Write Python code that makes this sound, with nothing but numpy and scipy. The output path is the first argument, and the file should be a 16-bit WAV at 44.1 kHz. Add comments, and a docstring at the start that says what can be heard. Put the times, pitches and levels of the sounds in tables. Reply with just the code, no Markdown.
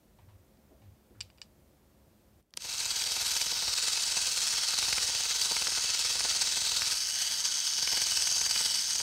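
"""In a quiet, humming room soft scuffs and sagging low tones (distant thuds) come first, and a shell
is set into a small clay pot: chattering blows on ringing modes with noisy tails. From 2.4 s the
background level dips for a moment, a switch clicks and a tiny motor whisk starts in a hand-held
ceramic bowl of egg. Random wire ticks rattle over the glaze modes, low noise sloshes, and the wobbling
head knocks the wall about 20 times a second, with knocks sparse from 6.9 to 7.8 s."""
import sys
import numpy as np
from scipy import signal
from scipy.fft import rfft, irfft
from scipy.io import wavfile
from scipy.ndimage import uniform_filter1d

SR = 44100
rng = np.random.default_rng(int(sys.argv[2]) if len(sys.argv) > 2 else 0)


def master(y):
    """Save y as 16-bit WAV."""
    cut = np.clip(np.atleast_2d(y).T, -1, 1)
    pcm = np.round(cut * 32767)  # scale
    wavfile.write(sys.argv[1], SR, pcm.astype(np.int16))


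def makeup_ratio(level_db):
    """Linear amplitude ratio for a level in decibels (20 dB per factor of ten)."""
    decades = np.asarray(level_db, float) / 20
    return 10 ** decades


N = 397782
WHISK_START_S = 2.575


def evened(x):
    """Scales to rms 1."""
    return x / np.sqrt(np.mean(x ** 2) + 1e-20)


def curve(rows):
    """Second column of a table over its times, joined by straight lines, one value a sample."""
    time_s, value = np.transpose(rows)
    return np.interp(np.arange(N) / SR, time_s, value)


def ring(x, hz, width_hz):
    """A two-pole mode with gain 1 at its peak."""
    r = np.exp(-np.pi * width_hz / SR)
    gain = (1 - r * r) / 2
    return signal.lfilter([gain, 0, -gain], [1, -2 * r * np.cos(2 * np.pi * hz / SR), r * r], x)


def train(time_s, size):
    """Single-sample blows at the given times."""
    at = np.clip(np.round(time_s * SR).astype(int), 0, N - 1)
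    return np.bincount(at, size, N)


def add(mix, time_s, sound):
    """Lays a sound into the mix at the given time."""
    part = mix[round(time_s * SR):][:len(sound)]
    part += sound[:len(part)]


def struck(modes, tilt_db=0, lead_ratio=5.5, count=4096):
    """One blow on a set of modes, peak 1; a lower lead_ratio builds up over more cycles."""
    blow = np.eye(1, count)[0]
    out = np.zeros(count)
    for k, (hz, width_hz, db) in enumerate(modes):
        mode = ring(ring(blow, hz, lead_ratio * width_hz), hz, width_hz)
        out += (-1) ** k * makeup_ratio(db + tilt_db * np.log2(hz / 4000)) * mode
    return out / abs(out).max()


# wobbling head on the bowl wall, one row a knock: (time [s], strength [dB])
WALL_KNOCKS = [(2.646, -31), (2.69, -36), (2.741, -36), (2.803, -32), (2.857, -30), (2.91, -35),
               (2.965, -33), (3.014, -29), (3.064, -31), (3.115, -30.5), (3.165, -28.5), (3.215, -33.5),
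               (3.263, -37), (3.315, -33), (3.364, -26), (3.412, -28), (3.462, -30), (3.515, -27.5),
               (3.568, -32), (3.624, -25.5), (3.678, -25.5), (3.73, -33), (3.783, -27.5), (3.832, -28.5),
               (3.879, -26), (3.928, -35), (3.974, -32), (4.029, -35), (4.071, -34), (4.119, -30),
               (4.168, -23.5), (4.219, -28), (4.271, -29), (4.322, -38), (4.373, -29), (4.426, -30.5),
               (4.478, -39), (4.532, -32), (4.58, -30), (4.632, -32), (4.683, -32), (4.736, -27),
               (4.784, -27), (4.823, -23), (4.882, -22), (4.926, -23), (4.978, -22.5), (5.032, -31),
               (5.086, -27), (5.149, -28), (5.203, -29), (5.255, -35), (5.308, -28), (5.356, -30),
               (5.416, -33), (5.456, -26.5), (5.512, -20.5), (5.564, -25), (5.618, -23), (5.669, -23.5),
               (5.721, -24.5), (5.775, -24), (5.84, -29), (5.895, -30), (5.947, -31.5), (6.001, -31),
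               (6.05, -28), (6.102, -28), (6.153, -25.5), (6.205, -26), (6.247, -22), (6.309, -33),
               (6.362, -28), (6.418, -28), (6.471, -34), (6.521, -28), (6.569, -25.5), (6.616, -34),
               (6.667, -28), (6.717, -26.5), (6.767, -29), (6.817, -30), (6.87, -33), (6.921, -32.5),
               (7.218, -32.5), (7.454, -33), (7.783, -33), (7.826, -26.5), (7.873, -24.5), (7.923, -24.5),
               (7.97, -24), (8.018, -25), (8.068, -31), (8.117, -30), (8.169, -28), (8.22, -29.5),
               (8.27, -30), (8.318, -27), (8.363, -30), (8.413, -26), (8.462, -27), (8.509, -26.5),
               (8.559, -28), (8.606, -26), (8.659, -26), (8.71, -31), (8.753, -42), (8.954, -31),
               (9.0, -28)]
# wire rattle between knocks, before flutter: (time [s], level [dB])
RATTLE_LEVEL = [(2.65, -40.5), (2.79, -33.5), (3.3, -31.5), (3.5, -32.5), (3.9, -31), (5, -30.5),
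                (6.3, -30.5), (6.9, -30.5), (7.05, -31), (7.4, -31), (7.87, -30), (8.5, -29), (9.02, -31)]
LAG_S = 0.003036  # row time to the peak of the swell
CREST_DB, CREST_PER_DB, USUAL_DB = 4, -0.05, -26.5  # swell at usual strength; change with strength
SWELL_S, LULL_S, FLUTTER_DB = 0.016, 0.012, 0.78


def wobble_db():
    """Rattle level: swells to each knock, slightly less for a hard one, sinks back, and flutters."""
    time_s, strength_db = np.transpose(WALL_KNOCKS)
    crest_db = np.maximum(CREST_DB + CREST_PER_DB * (strength_db - USUAL_DB), 0)
    rise = np.arange(0, 1, 1 / (SWELL_S * SR))
    fall = np.arange(1, 0, -1 / (LULL_S * SR))
    peaks = train(time_s + LAG_S - SWELL_S, crest_db)
    swells = signal.oaconvolve(peaks, np.concatenate([rise, fall]))[:N]
    smooth = uniform_filter1d(uniform_filter1d(rng.standard_normal(N), size=700), size=700)
    return curve(RATTLE_LEVEL) + swells + FLUTTER_DB * evened(smooth)


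# ceramic bowl modes, relative levels in three grips:
# (frequency [Hz], width [Hz], first grip [dB], second grip [dB], third grip [dB])
BOWL_MODES = [(482, 75, -20, -18.5, -28.5), (692, 390, -17.5, -19.5, -21.5), (941, 122, -13, -14, -14.5),
              (1356, 500, -13.5, -12, -16), (1592, 240, -14, -14.5, -12.5), (1900, 490, -16, -13.5, -14.5),
              (2275, 590, -10.5, -13.5, -14.5), (2653, 330, -8, -8, -12), (2985, 153, -6.5, -5.5, -3),
              (3300, 440, -5.5, -6, -6.5), (3870, 430, -1.5, -2.5, -5.5), (4277, 590, -3.5, -1.5, -7),
              (4676, 397, 1, 0.5, 1.5), (5334, 770, -2.5, 0, -0.5), (6040, 300, -4, -4.5, -6.5),
              (6290, 810, -2.5, -2, 0), (7040, 690, -6.5, -5.5, -15), (8000, 620, -5, -5, -6.5),
              (8685, 620, -7.5, -6.5, -8), (9700, 1850, -16, -15, -15), (10840, 1900, -31, -40, -26),
              (11990, 920, -14, -17.5, -17.5), (12540, 540, -24, -29, -39), (14800, 3100, -27, -27.5, -26),
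              (14800, 1200, -28.5, -28, -40)]
# hold on the bowl, fractions blend grips: (time [s], grip index)
GRIP = [(0, 0), (3.4, 0), (3.8, 1), (6.9, 1), (7.0, 2), (9.1, 2)]
# gain of rattle and slosh as the motor starts: (time [s], level [dB])
SPIN_UP = [(2.57, -69), (2.577, -22), (2.59, -19), (2.62, -2), (2.65, -1)]
TICKS_PER_S = 2100
DRIFT_DB, DRIFT_STEP = 1.37, 1000  # rms, samples between points
SCRAPE = 0.19


def rattle():
    """Uneven wire ticks over a fine scrape; each lands on another spot, waking modes differently."""
    start = round(2.5 * SR)
    count = round(TICKS_PER_S * (N / SR - WHISK_START_S))
    time_s = np.sort(rng.uniform(WHISK_START_S, N / SR, count))
    spot = rng.standard_normal((count, len(BOWL_MODES) + 1))  # last column is shared by all modes
    size = makeup_ratio(2.1 * np.minimum(rng.exponential(1, count), 4.5))
    grip = curve(GRIP)
    points = rng.standard_normal((N // DRIFT_STEP + 2, len(BOWL_MODES)))
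    drift = evened(uniform_filter1d(points, size=10, axis=0))
    out = np.zeros(N)
    for k, (hz, width_hz, *grip_db) in enumerate(BOWL_MODES):
        # slow random drift: each mode's level wanders on its own
        drift_db = DRIFT_DB * np.interp(np.arange(N) / DRIFT_STEP, range(len(drift)), drift[:, k])
        mode_db = np.interp(grip, range(3), grip_db) + drift_db
        ticks = train(time_s, size * (spot[:, -1] / 2 + spot[:, k]))
        blows = ticks + SCRAPE * rng.standard_normal(N)
        drive = (blows * makeup_ratio(mode_db))[start:]
        out[start:] += ring(ring(drive, hz, width_hz), hz, width_hz)
    out /= np.sqrt(uniform_filter1d(out ** 2, 4000) + 1e-12)
    return out * makeup_ratio(wobble_db() + curve(SPIN_UP))


# wall ring, relative levels: (frequency [Hz], width [Hz], level [dB])
KNOCK_RING = [(1370, 880, 20), (1750, 380, -5), (2200, 500, 19), (3500, 740, 7), (5170, 2500, -16)]
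# bowl body, relative levels: (frequency [Hz], width [Hz], level [dB])
KNOCK_BODY = [(313, 42, -20), (523, 32, 1), (724, 330, 3.5), (915, 150, 6)]
# thump in the hand, relative levels: (frequency [Hz], width [Hz], level [dB])
THUMP_MODES = [(54, 23, 3.5), (108, 32, -4.5), (200, 99, -9)]
# low shaking of hand and bowl, reference for thump and slosh: (time [s], level [dB])
SHAKE = [(2.62, -65), (2.65, -61.5), (3.58, -60), (3.69, -54), (3.76, -70), (3.99, -61), (4.44, -60),
         (4.46, -77), (4.55, -56), (4.63, -66.5), (4.94, -54), (5.27, -60.5), (5.77, -59), (5.92, -67.5),
         (6.27, -54), (6.36, -61), (6.93, -58), (6.99, -84), (7.09, -75), (7.11, -74), (7.45, -64),
         (7.72, -82), (7.82, -62), (8.55, -59), (8.88, -70), (9.02, -57)]
RING_DB, RING_SPREAD_DB, BODY_DB = -8.5, 2.5, -8.5  # re strength; spread: where the blow lands
THUMP_DB, THUMP_SPREAD_DB = 7.5, 2  # re SHAKE


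def knocks():
    """Head hits wall once a wobble: stuttering rings, a sharp body blow, a thump in the hand."""
    time_s, strength_db = np.transpose(WALL_KNOCKS)
    luck = rng.standard_normal((len(time_s), 10))
    time_s = time_s + LAG_S
    ring_db = strength_db + RING_DB + RING_SPREAD_DB * luck[:, 9]
    body_db = strength_db + BODY_DB
    thump_db = np.interp(time_s, *np.transpose(SHAKE)) + THUMP_DB + THUMP_SPREAD_DB * luck[:, 8]

    ring_blows = train(time_s - .0015, makeup_ratio(ring_db))
    for k in range(3):
        stutter_s = time_s - .002 + 0.00297 * abs(luck[:, k])
        ring_blows = ring_blows + train(stutter_s, 1.6 * luck[:, k + 3] * makeup_ratio(ring_db))

    t = np.arange(4096) / SR
    body = np.zeros(4096)
    for hz, width_hz, db in KNOCK_BODY:
        body -= makeup_ratio(db) * width_hz * np.exp(-np.pi * width_hz * t) * np.sin(2 * np.pi * hz * t)
    bounce_s = time_s + 0.0042 + 0.00385 * abs(luck[:, 6])
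    bounce = train(bounce_s, 0.63 * luck[:, 7] * makeup_ratio(body_db))
    body_blows = train(time_s - .0015, makeup_ratio(body_db)) + bounce

    thump_blows = train(time_s - .0025, makeup_ratio(thump_db))
    out = signal.oaconvolve(ring_blows, struck(KNOCK_RING))
    out += signal.oaconvolve(body_blows, body / abs(body).max())
    out += signal.oaconvolve(thump_blows, struck(THUMP_MODES, lead_ratio=2.7))
    return out[:N]


SLOSH_DB = 2.5  # re SHAKE


def slosh():
    """Egg and bowl shaken by the whisk: low noise that follows the shaking."""
    noise = rng.standard_normal(N)
    low = makeup_ratio(2.5) * ring(noise, 57, 18)
    low += makeup_ratio(-1.5) * ring(noise, 50, 89)
    low += makeup_ratio(-4.5) * ring(noise, 460, 800)
    level_db = curve(SHAKE) + curve(SPIN_UP) + SLOSH_DB
    return evened(low) * makeup_ratio(level_db) * (np.arange(N) > WHISK_START_S * SR)


def chatter(sound, chatter_db, t60_s):
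    """A loose contact chatters: the blow repeats at random within 23 ms, fading. Peak 1."""
    t = np.arange(1024) / SR
    hits = rng.standard_normal(1024) * (rng.random(1024) < .12)
    repeats = hits * makeup_ratio(chatter_db - 60 * t / t60_s)
    repeats[0] = 1
    out = signal.oaconvolve(sound, repeats)[:len(sound)]
    return out / abs(out).max()


def clicks(rows, modes, chatter_db, t60_s):
    """Single chattering blows on one small object."""
    out = np.zeros(N)
    for time_s, peak_db, tilt_db in rows:
        add(out, time_s, makeup_ratio(peak_db) * chatter(struck(modes, tilt_db), chatter_db, t60_s))
    return out


# switch blows, positive tilt = brighter: (time [s], peak level [dB], tilt [dB/octave])
SWITCH_CLICKS = [(2.4262, -64, 3), (2.5065, -60, 5), (2.5384, -33, -6.5), (2.5610, -60, -6),
                 (2.5678, -41, 4), (2.5703, -30, 5), (2.5727, -17.5, -2), (2.5744, -30, -10)]
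# switch modes, relative levels: (frequency [Hz], width [Hz], level [dB])
SWITCH_MODES = [(400, 600, -26), (1500, 1600, -11), (3000, 520, 1), (4500, 1100, 1), (6860, 1300, -5.5),
                (9300, 2200, -3.5), (13400, 2700, -21)]


def switch():
    """Switch parts strike small, broad modes with strong short chatter."""
    return clicks(SWITCH_CLICKS, SWITCH_MODES, chatter_db=-0.5, t60_s=0.011)


# shell on clay, positive tilt = brighter: (time [s], peak level [dB], tilt [dB/octave])
POT_CLICKS = [(0.5721, -61, 0), (1.2058, -25, 1.5), (1.2100, -20.5, 3.5), (1.3009, -48, -5),
              (1.3760, -55, 3), (1.3830, -48, -5), (1.4164, -27.5, 1)]
# clay pot modes, relative levels: (frequency [Hz], width [Hz], level [dB])
POT_MODES = [(600, 500, -20), (1230, 740, -12.5), (1750, 110, -7), (2470, 400, -6), (2920, 150, -1),
             (3500, 580, -8), (4430, 390, -15), (4710, 155, 5.5), (5570, 250, -5.5), (7250, 520, -10),
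             (8140, 570, -16), (11400, 2400, -36)]


def pot():
    """Shell strikes the clay pot's modes with faint, longer chatter."""
    return clicks(POT_CLICKS, POT_MODES, chatter_db=-19, t60_s=0.049)


# soft scuffs, and the noisy tails of the pot clicks:
# (time [s], start level [dB], centre [Hz], width [Hz], 60 dB decay [s])
NOISE_BURSTS = [(.184, -62, 950, 300, 0.18), (.184, -67, 1600, 1500, 0.27), (.285, -63, 900, 500, 0.18),
                (.285, -72, 1500, 1500, 0.32), (.575, -61, 210, 30, 0.25), (.705, -59, 300, 200, 0.21),
                (.705, -64, 625, 40, 0.37), (.816, -59.5, 750, 400, 0.13), (.816, -68, 1600, 1700, 0.29),
                (1.105, -60, 296, 150, 0.32), (1.145, -69, 1400, 500, 0.35), (1.212, -54, 3300, 3500, 0.19),
                (1.226, -58, 9000, 6000, .05), (1.418, -60, 3000, 3980, 0.16)]


def scuffs_and_tails():
    """Decaying noise through paired resonances."""
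    out, noise, age = np.zeros(N), rng.standard_normal(N), np.arange(SR // 2) / SR
    for time_s, db, hz, width_hz, t60_s in NOISE_BURSTS:
        start = round(time_s * SR)
        part = noise[start:start + SR // 2]
        band = evened(ring(ring(part, hz, 2 * width_hz), hz, width_hz))
        add(out, time_s, band * makeup_ratio(db - 60 * age / t60_s) * np.minimum(age / 0.0036, 1))
    return out


# distant thuds: (peak time [s], frequency at peak [Hz], level [dB], rise [s], fall [s])
THUDS = [(.2, 109, -59, .025, 0.0092), (.238, 95, -55, .03, .045), (.283, 102, -53, .012, .03),
         (.36, 91, -51, 0.061, .014), (.396, 91, -55, 0.021, .03), (.895, 89, -51, 0.097, 0.013),
         (.922, 87, -54, 0.013, 0.03), (1.221, 91, -53, 0.09, .014), (1.243, 92, -55, .012, .05)]
SAG_HZ_PER_S = 340


def thuds():
    """Low tones through the floor: pitch sags until the peak, then holds."""
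    out = np.zeros(N)
    for peak_s, hz, db, rise_s, fall_s in THUDS:
        age = np.arange(-rise_s, fall_s, 1 / SR)
        turns = hz * age - SAG_HZ_PER_S * np.minimum(age, 0) ** 2 / 2 + rng.random()
        envelope = np.interp(age, [-rise_s, 0, fall_s], [0, 1, 0])
        add(out, peak_s - rise_s, np.sqrt(2) * makeup_ratio(db) * envelope * np.sin(2 * np.pi * turns))
    return out


# gain of the whole background, which dips briefly: (time [s], level [dB])
AIR_LEVEL = [(0, 1), (2.405, 1), (2.425, -10), (2.52, -10), (2.56, 1.5), (2.7, -2.5), (9.1, 2)]
# room standing waves, before the background gain: (frequency [Hz], width [Hz], level [dB rms])
ROOM_HUM = [(50, 7, -72.5), (67.4, 9.4, -70), (99.6, 8.4, -75.5), (146, 16, -77.5), (210, 9.2, -72.5),
            (359.5, 14, -81), (532, 27, -78.5), (617, 9.3, -85.5)]
# hiss spectrum, relative: (frequency [Hz], level [dB per Hz])
HISS_SPECTRUM = [(15, -30), (40, -15), (60, -10.5), (130, -6), (300, -8), (450, -12), (700, -14),
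                 (1200, -21.5), (3000, -27), (10400, -29.5), (16000, -30.5)]
HISS_DB, WHINE_HZ, WHINE_DB = -67.5, 13900, -85  # rms, before the background gain


def air():
    """Microphone hiss, the room's standing waves and one thin electric whine."""
    spectrum_hz, spectrum_db = np.transpose(HISS_SPECTRUM)
    bin_hz = np.fft.rfftfreq(N, 1 / SR)
    shape_db = np.interp(np.log(bin_hz + 1), np.log(spectrum_hz + 1), spectrum_db)
    hiss = evened(irfft(rfft(rng.standard_normal(N)) * makeup_ratio(shape_db), N))
    noise, hum = rng.standard_normal(N), np.zeros(N)
    for hz, width_hz, db in ROOM_HUM:
        hum += makeup_ratio(db) * evened(ring(ring(noise, hz, 2 * width_hz), hz, width_hz))
    whine = np.sqrt(2) * makeup_ratio(WHINE_DB) * np.sin(2 * np.pi * WHINE_HZ * np.arange(N) / SR)
    return makeup_ratio(curve(AIR_LEVEL)) * (makeup_ratio(HISS_DB) * hiss + hum + whine)


def echoes(tap_s, sign, t60_s, smoothing):
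    """Decaying taps, one-pole dulled, unit energy."""
    taps = train(tap_s, sign * makeup_ratio(-60 * tap_s / t60_s))[:SR // 2]
    taps = signal.lfilter([1], [1, -smoothing], taps)
    return taps / np.linalg.norm(taps)


def room(x, near_db=-16, far_db=-28):
    """Sparse taps of random sign: quick echoes off nearby things plus a duller room tail."""
    grid = np.arange(60, SR // 2 - 20, 20)
    tap_s = (grid + rng.integers(0, 20, (2, len(grid)))) / SR
    sign = rng.choice([-1., 1.], tap_s.shape)
    near = echoes(tap_s[0], sign[0], t60_s=0.016, smoothing=0.3)
    far = echoes(tap_s[1], sign[1], t60_s=0.26, smoothing=0.7)
    return x + signal.oaconvolve(x, makeup_ratio(near_db) * near + makeup_ratio(far_db) * far)[:N]


def scene():
    """Near sources in the room, over its air; the bowl has weaker near echoes, a stronger tail."""
    hand = pot() + switch()
    whisk = room(rattle() + knocks(), near_db=-22, far_db=-19)
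    return (room(hand) + whisk + slosh() + scuffs_and_tails() + thuds() + air())[None]


def band_limit(x):
    """A steep low-pass at the top of the band."""
    return signal.sosfilt(signal.butter(12, 16940, fs=SR, output="sos"), x)


def record(dry):
    """A high-pass at 36 Hz and a low-pass at 15.8 kHz finish the mix."""
    high_pass = signal.butter(2, 36, "hp", fs=SR, output="sos")
    low_pass = signal.firwin(511, 15800, window=("kaiser", 9), fs=SR)
    mix = signal.sosfilt(high_pass, dry)
    mix = signal.oaconvolve(mix, low_pass[None], "same")
    return band_limit(mix)


dry = scene()
out = record(dry)
master(out)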